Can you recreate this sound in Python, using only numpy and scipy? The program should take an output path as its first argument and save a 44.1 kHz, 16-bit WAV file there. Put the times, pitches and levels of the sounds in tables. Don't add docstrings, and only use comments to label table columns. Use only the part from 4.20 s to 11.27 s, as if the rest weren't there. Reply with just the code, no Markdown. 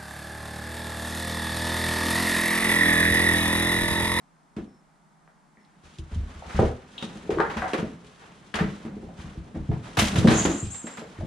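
import sys
import numpy as np
from scipy import signal
from scipy.fft import rfft, irfft, next_fast_len
from scipy.io import wavfile

SR = 44100
rng = np.random.default_rng(int(sys.argv[2]) if len(sys.argv) > 2 else 0)


def wrap_up_sound(samples):
    columns = np.atleast_2d(samples).T
    tamed = np.clip(columns, -1, 1)
    steps = np.round(tamed * 32767).astype(np.int16)
    wavfile.write(sys.argv[1], SR, steps)


N = 311729
T = np.arange(N) / SR

# f/Hz, level/dB
AIR_SPECTRUM = [(15, -44), (25, 4), (107, -26), (156, 4), (227, -4.5), (331, -11), (536, -19), (581, -13.5),
                (847, -9.5), (2170, -22), (2620, -28), (9500, -33), (15500, -62)]
# f/Hz, width (their difference over their shared part)
STEREO_WIDTH = [(60, 0.84), (250, 0.39), (500, 0.34), (1000, 0.95), (2000, 0.64), (4000, 0.43),
                (8000, 1.05)]
# t/s, length/s, f/Hz, level/dB
WHISTLES = [(0.46, 0.15, 5400, -74), (1.39, 0.089, 5400, -76)]
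# t/s, level/dB, lowest f/Hz, highest f/Hz
TICKS = [(1.077, -42, 300, 2000), (1.371, -48, 1700, 2300), (1.45, -52, 3000, 5000)]
# f/Hz, t60/s (the time to fade by 60 dB), level/dB
ECHO_BANDS = [(171.2, 0.31, -0.5), (316, 0.33, 2), (854, 0.34, 2), (1624, 0.35, 3), (3220, 0.21, -1),
              (7650, 0.13, 1)]
# t/s, length/s, f/Hz, level/dB
SQUEAKS = [(3.42, 0.035, 734.4, -30), (3.468, 0.034, 757, -41)]
# t/s, level/dB, pan/dB (left minus right)
CLICKS = [(2.78, -22.5, 2), (2.825, -28.5, 6), (2.828, -31, 2), (2.838, -36, 3)]
# f/Hz, level/dB, t60/s
CLICK_MODES = [(2750, -8, .01), (3000, -4, .011), (3300, -1, .013), (3720, 0, .015), (4100, -12, .012)]
# t/s, level/dB
BELL_SHAKE = [(6.125, -70), (6.14, -45.5), (6.2, -40.5), (6.28, -47.5), (6.44, -48.5), (6.49, -59),
              (6.52, -45), (6.62, -53.5), (6.66, -55.5), (6.72, -58), (6.89, -80.5)]
# f/Hz, level/dB, t60/s
BELL_LOW_MODES = [(6150, -4, .012), (6340, 0, .015), (6560, 0, .012), (6750, 1, .012), (6930, -1, .012),
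                  (7130, -1, .035), (7230, -2, .03)]
BELL_HIGH_MODES = [(6430, -9, .018), (6950, -3, .008), (7300, -4, .01), (7505, -3, .045), (7820, -7, .01),
                   (8137, -9, .07)]
# t/s, level/dB, f/Hz, added crack/dB, pan/dB
KNOCKS = [(2.222, -35, 738, -34, -1), (2.39, -8.5, 556, -40, 2.5), (2.391, -14.5, 1010, -38, 1),
          (3.185, -22, 1190, -45, 15), (3.194, -18.5, 1170, -48, 11), (3.202, -3, 1102, -46, 1.5),
          (3.202, -21.5, 2670, -25, 3), (3.215, -21, 1050, -34, 0), (3.42, -18, 1550, -40, 8),
          (3.533, -17.5, 2730, -12, 4), (4.34, -18.5, 1620, -17, 9), (4.343, -20, 2940, -9, 11),
          (4.39, -22, 1970, -30, 6), (4.888, -37, 620, -26, 2), (5.514, -27, 703, -54, -9),
          (5.788, -10.5, 2170, -11, -3), (5.798, -21, 3550, -20, 5), (6.046, -18, 570, -40, 8),
          (6.072, -14.5, 1100, -42, 5), (6.085, -13, 3960, -20, 3), (6.116, -14, 572, -42, 0),
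          (6.253, -24, 3500, -20, 0), (7.008, -28, 603, -29, 4)]
# t/s, fur drag/dB, paw patter/dB
WRESTLING = [(1.4, -72, -72), (2.05, -56.5, -51.5), (2.42, -41.5, -47), (2.55, -67, -58.5),
             (2.79, -48.5, -49.5), (3.2, -53, -39.5), (3.48, -45.5, -44), (3.67, -56.5, -44),
             (3.91, -60, -55.5), (4.37, -56, -50.5), (4.52, -48.5, -38), (4.62, -52, -46.5),
             (4.72, -58.5, -40), (5.3, -59.5, -49), (5.84, -51.5, -47.5), (5.96, -42, -24),
             (6.15, -53, -32), (6.32, -40.5, -32.5), (6.468, -52, -66), (7.07, -52, -45.5)]
# t/s, level/dB, t60/s, brightness/dB
SCUFFS = [(.364, -46, 0.35, -11.5), (2.297, -42.5, 1, -10.5), (2.395, -38.5, 0.54, -7.5),
          (2.45, -40, 0.21, -5), (2.824, -37, 0.25, -6), (3.103, -36, 0.82, -13), (3.202, -30, 0.22, -38),
          (3.297, -34, 0.55, -36), (3.368, -30, 0.35, -15.5), (3.48, -44, 0.62, -3.5),
          (3.533, -23, 0.21, -30), (3.579, -33.5, 0.39, -16), (3.844, -54.5, 1, -4),
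          (4.343, -28, 0.48, -33), (4.354, -34, 0.15, -3.5), (4.387, -28.5, 0.33, -33),
          (4.648, -47.5, 0.71, -29), (5.347, -48, 0.49, -11), (5.514, -44, 0.32, -35),
          (5.77, -23, 0.59, -8.5), (5.79, -22, 0.38, 1.5), (5.957, -29, 0.53, -3.5),
          (6.072, -20.5, 0.59, -12), (6.101, -30.5, 1, -2.5), (6.25, -23.5, 0.25, -7),
          (6.544, -41.5, 0.14, -2.5), (6.668, -38.5, 0.4, -11), (6.771, -38, 0.28, -8)]
# t/s, level/dB, t60/s, brightness/dB
SWISHES = [(1.62, -56.5, .98, -0.5), (1.885, -52, 0.86, -5.5), (2.07, -50, 0.24, -10),
           (2.32, -38.5, 0.68, -11.5), (3.97, -50.5, 0.97, -9), (4.965, -47, 0.87, -6.5),
           (5.62, -45.5, 0.72, -5.5)]
# f/Hz, level/dB
CARPET_SPECTRUM = [(1470, -24), (2500, 2.5), (3220, 5), (4040, 2), (4400, -1), (6290, -2.5), (10100, -10),
                   (11400, -24), (14200, -46)]
# t/s, level/dB against the hiss
BALL_CRISPNESS = [(5.76, -14), (6.1, -26)]
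# f/Hz, level/dB, t60/s
BOARD_MODES = [(174.6, 2, 0.12), (204.6, 3.5, 0.19), (245.6, 4.5, 0.065), (314, 3, 0.052), (377, -4, 0.049),
               (422, -2.5, 0.069), (507, -3.5, 0.035), (626, -8.5, 0.029), (716, -16.5, 0.15)]
BEAM_MODES = [(43, -12.5, 0.24), (76.9, -1, 0.27)]
# t/s, level/dB, f/Hz, added boom/dB
THUMPS = [(0.367, -24, 207, -13.5), (.384, -26.5, 338, -46), (0.419, -27.5, 241, -44),
          (1.37, -48, 250, -36), (1.636, -42, 173, -4.5), (1.785, -30, 127, 2.5), (1.916, -31, 82, 9.5),
          (1.955, -21, 90, 2), (2, -34, 70, 14.5), (2.148, -50.5, 78, 17), (2.259, -30.5, 70.5, -23),
          (2.344, -16.5, 71.5, -0.5), (2.392, -7.5, 126.5, -21), (2.394, -16, 235, -42),
          (2.396, -15, 370, -39), (2.428, -22, 115, 7.5), (2.428, -9.5, 473, -42), (2.825, -22.5, 220, -40),
          (2.955, -31, 193, -45), (3.094, -14, 402, -29), (3.114, -16, 460, -15), (3.172, -14.5, 380, -18),
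          (3.199, -10.5, 445, -44), (3.362, -23, 207, -5), (3.534, -15, 390, -37), (3.548, -16.5, 455, -42),
          (3.587, -19, 171, -42), (3.628, -16, 208, -22), (4.343, -25, 210, -9), (4.408, -11, 175, -16),
          (4.443, -23.5, 204, -26), (4.65, -22, 213, -48), (4.69, -36, 213, -36), (4.765, -28, 230, -28),
          (4.831, -30.5, 222, -10), (4.988, -31.5, 72.6, -26), (5.044, -32, 155, -2.5),
          (5.172, -24, 67.4, -11), (5.344, -28.5, 196, -15), (5.357, -21.5, 230, -8), (5.389, -26, 135, 1),
          (5.49, -12.5, 126.5, -10), (5.526, -22.5, 132, -12), (5.778, -14.5, 114, -9),
          (5.821, -15, 220, -7), (5.979, -7.5, 110, -18), (6.016, -18, 115, -30), (6.046, -3, 195, -42),
          (6.059, -6.5, 217, -36), (6.08, -7.5, 141.5, -36), (6.114, -10, 219, -15), (6.173, -25, 150, -26),
          (6.251, -8, 268, -16.5), (6.426, -21.5, 109, -6.5), (6.642, -28, 235, -47),
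          (6.295, -20, 342, -30), (6.345, -19.5, 277, -36), (6.784, -31, 222, -34), (6.819, -26, 460, -25),
          (6.465, -31.5, 109.4, -10), (6.986, -24.5, 93, -1.5), (7.031, -22.5, 157.5, -13)]

NARROW_BASS = 0.22


def undb(db):
    return 10 ** (np.asarray(db) / 20)


def unit(x):
    return x / np.sqrt(np.mean(x ** 2))


def unit_peak(x):
    return x / np.max(np.abs(x))


def band(x, lo_hz, hi_hz):
    return signal.sosfilt(signal.butter(2, [lo_hz, hi_hz], "bandpass", fs=SR, output="sos"), x)


def fade(t, t60):
    return np.exp(-np.log(1000) * t / max(t60, .004))


def modes(x, table):
    poles = [(undb(db), np.exp(2j * np.pi * hz / SR) * fade(1 / SR, t60)) for hz, db, t60 in table]
    return sum(gain * signal.lfilter([1], [1, -pole], x).imag for gain, pole in poles)


def colour(x, table, in_db=True):
    size = next_fast_len(x.shape[-1], real=True)
    hz = np.maximum(np.fft.rfftfreq(size, 1 / SR), 1)
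    table_hz, levels = np.transpose(table)
    weight = np.interp(np.log(hz), np.log(table_hz), levels)
    return irfft(rfft(x, size) * (undb(weight) if in_db else weight), size)[..., :x.shape[-1]]


def stereo_noise(size=N, bass_width=1.):
    mid, side = rng.standard_normal((2, size))
    widths = [(hz, width * (bass_width if hz < 400 else 1)) for hz, width in STEREO_WIDTH]
    side = colour(side, widths, in_db=False)
    return np.array([mid + side, mid - side])


def wobble(size, lo_hz, hi_hz):
    return unit(band(rng.standard_normal(size), lo_hz, hi_hz))


def crackle(per_s, spread_db, length_s):
    slips = (rng.random(N) < per_s / SR) * undb(spread_db * rng.exponential(size=N))
    power = signal.lfilter([1], [1, -np.exp(-1 / (length_s * SR))], slips ** 2)
    return unit(np.sqrt(1.2 + power))


def pan(db, pan_db):
    return undb(db + np.array([[pan_db], [-pan_db]]) / 2)


def add(out, start_s, sound):
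    i = int(start_s * SR)
    out[:, i:i + sound.shape[-1]] += sound[..., :N - i]


def still_air():
    return undb(-59.5) * unit(colour(stereo_noise(), AIR_SPECTRUM))


def far_whistles(fall_hz=60.5):
    out = np.zeros((1, N))
    for start, length, hz, db in WHISTLES:
        t = T[:int(length * SR)]
        swell = np.sin(np.pi * t / length) ** 0.28
        flutter = 1 + 0.4 * wobble(len(t), 10, 60)
        tone = np.sin(2 * np.pi * (hz - fall_hz * t / length / 2) * t)
        add(out, start, undb(db) * swell * flutter * tone)
    return out


def faint_ticks():
    out = np.zeros((1, N))
    for start, db, lo_hz, hi_hz in TICKS:
        tick = band(band(signal.unit_impulse(SR // 20), lo_hz, hi_hz), lo_hz, hi_hz)
        add(out, start, undb(db) * unit_peak(tick))
    return out


def room_echoes(x):
    t = T[:SR // 2]
    noise = stereo_noise(len(t), NARROW_BASS)
    tail = sum(undb(db) * band(noise, hz / 1.5, hz * 1.5) * fade(t, t60) for hz, t60, db in ECHO_BANDS)
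    tail *= 1 - fade(t, 0.024)
    tail /= np.sqrt(np.sum(tail ** 2) / 2)
    return signal.fftconvolve(np.mean(x, axis=0)[None], tail, axes=1)[:, :N]


def squeak(harmonics_db=(4, -9.5, -17)):
    out = np.zeros((1, N))
    for start, length, hz, db in SQUEAKS:
        t = T[:int(length * SR)]
        cycles = hz * t + 0.08 * wobble(len(t), 20, 150)
        tone = sum(undb(level) * np.sin(2 * np.pi * k * cycles) for k, level in enumerate(harmonics_db, 1))
        grate = 1 + 0.6 * wobble(len(t), 40, 600)
        swell = np.sin(np.pi * t / length) ** 0.25
        add(out, start, undb(db) * swell * tone * grate)
    return out


def table_clicks():
    out, t = np.zeros((2, N)), T[:SR // 3]
    for start, db, pan_db in CLICKS:
        rattle = undb(-26.5) * rng.standard_normal((2, len(t))) * fade(t, t60=0.2)
        ring = modes(signal.unit_impulse(len(t)) + rattle, CLICK_MODES)
        ring = band(band(ring, 2600, 4200), 2600, 4200)
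        add(out, start, pan(db, pan_db) * ring / 2)
    return out


def toy_bell(strikes_per_s=1200, wander_db=5, slowing_s=(6.27, 6.43), dulling_s=(6.66, 6.75)):
    high_share = np.interp(T, slowing_s, [0, 1])
    shake = undb(np.interp(T, *np.transpose(BELL_SHAKE), left=-150, right=-150))
    ring = 0
    for table, share in (BELL_LOW_MODES, 1 - high_share), (BELL_HIGH_MODES, high_share):
        for mode in table:
            strikes = rng.random(N) < strikes_per_s / SR
            force = rng.standard_normal(N) + 1.2 * rng.standard_normal((2, N))
            force *= undb(wander_db * wobble(N, 5, 30))
            if mode is BELL_HIGH_MODES[-1]:
                force *= np.interp(T, dulling_s, [1, 0])
            ring = ring + modes(strikes * force * shake * share, [mode])
    return band(band(ring, 5700, 11000), 5700, 11000)


def knocks():
    out, t = np.zeros((2, N)), T[:SR // 4]
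    for start, db, hz, crack_db, pan_db in KNOCKS:
        low, high = rng.standard_normal((2, len(t)))
        t60 = 0.031 * (1000 / hz) ** 0.92
        ring = undb(-5) * np.sin(2 * np.pi * hz * t)
        rough = band(low, 0.58 * hz, 1.395 * hz)
        rough = undb(-4.5) * unit(band(rough, 0.54 * hz, min(1.4 * hz, 4200)))
        crack = undb(crack_db) * unit(colour(high, CARPET_SPECTRUM))
        shape = fade(t, t60) * (1 - fade(t, 0.004))
        add(out, start, pan(db, pan_db) * (ring + rough + crack) * shape)
    return out


def carpet_scuffle(drag_brightness_db=-6.5, scuff_rise_s=0.0014, swish_rise_s=0.04):
    times, drag_db, patter_db = np.transpose(WRESTLING)
    drag_gain = undb(np.interp(T, times, drag_db, left=-120))
    patter_gain = undb(np.interp(T, times, patter_db, left=-120))
    ball_gain = undb(np.interp(T, *np.transpose(BALL_CRISPNESS), left=-120))
    rub_power = drag_gain[None] ** 2
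    hiss_power = rub_power * undb(drag_brightness_db) ** 2
    t = T[:SR // 2]
    for strokes, rise in (SCUFFS, scuff_rise_s), (SWISHES, swish_rise_s):
        for start, db, t60, brightness_db in strokes:
            stroke = undb(db) * np.minimum(t / rise, 1) * fade(np.maximum(t - rise, 0), t60)
            add(rub_power, start, stroke ** 2)
            add(hiss_power, start, (stroke * undb(brightness_db)) ** 2)
    rub = unit(band(stereo_noise(), 270, 1883)) * crackle(180, 0.26, 0.017)
    hiss = unit(colour(stereo_noise(), CARPET_SPECTRUM)) * crackle(150, 2.11, 0.0084)
    balls = ball_gain * unit(band(stereo_noise(), 9600, 13100)) * crackle(100, 1.2, 0.0045)
    paws = stereo_noise(bass_width=NARROW_BASS) * crackle(40, 2.5, 0.028)
    patter = unit(modes(paws, BOARD_MODES))
    return np.sqrt(rub_power) * rub + np.sqrt(hiss_power) * (hiss + balls) + patter_gain * patter


def body_thumps(push_s=0.013):
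    out, t = np.zeros((1, N)), T[:SR // 3]
    push = np.sin(np.pi * np.minimum(t / push_s, 1))
    boom = unit_peak(modes(push, BEAM_MODES) * (1 - fade(t, 0.046)))
    for start, db, hz, boom_db in THUMPS:
        t60 = 0.072 * min(200 / hz, 1.3)
        soft_start = 1 - np.exp(-t * hz / 0.2)
        spot = np.sin(2 * np.pi * hz * t) * fade(t, t60) * soft_start
        boards = modes(rng.standard_normal(len(t)) * fade(t, 1.67 * t60), BOARD_MODES)
        rumble = unit_peak(band(boards, 0.74 * hz, min(3.6 * hz, 900)))
        add(out, start, undb(db) * (spot + undb(boom_db) * boom + undb(-6.5) * rumble))
    return out


def scene():
    contacts = body_thumps() + knocks() + table_clicks() + faint_ticks() + squeak() + toy_bell()
    return still_air() + contacts + undb(-4) * room_echoes(contacts) + carpet_scuffle() + far_whistles()


def record(dry, bass_hz=36, peak_limit=0.85, top_hz=15100):
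    trimmed = signal.sosfilt(signal.butter(4, bass_hz, "highpass", fs=SR, output="sos"), dry)
    rounded = trimmed / (1 + (trimmed / peak_limit) ** 4) ** .25
    return signal.sosfilt(signal.ellip(8, .2, 70, top_hz, fs=SR, output="sos"), rounded)


dry = scene()
out = record(dry)
wrap_up_sound(out)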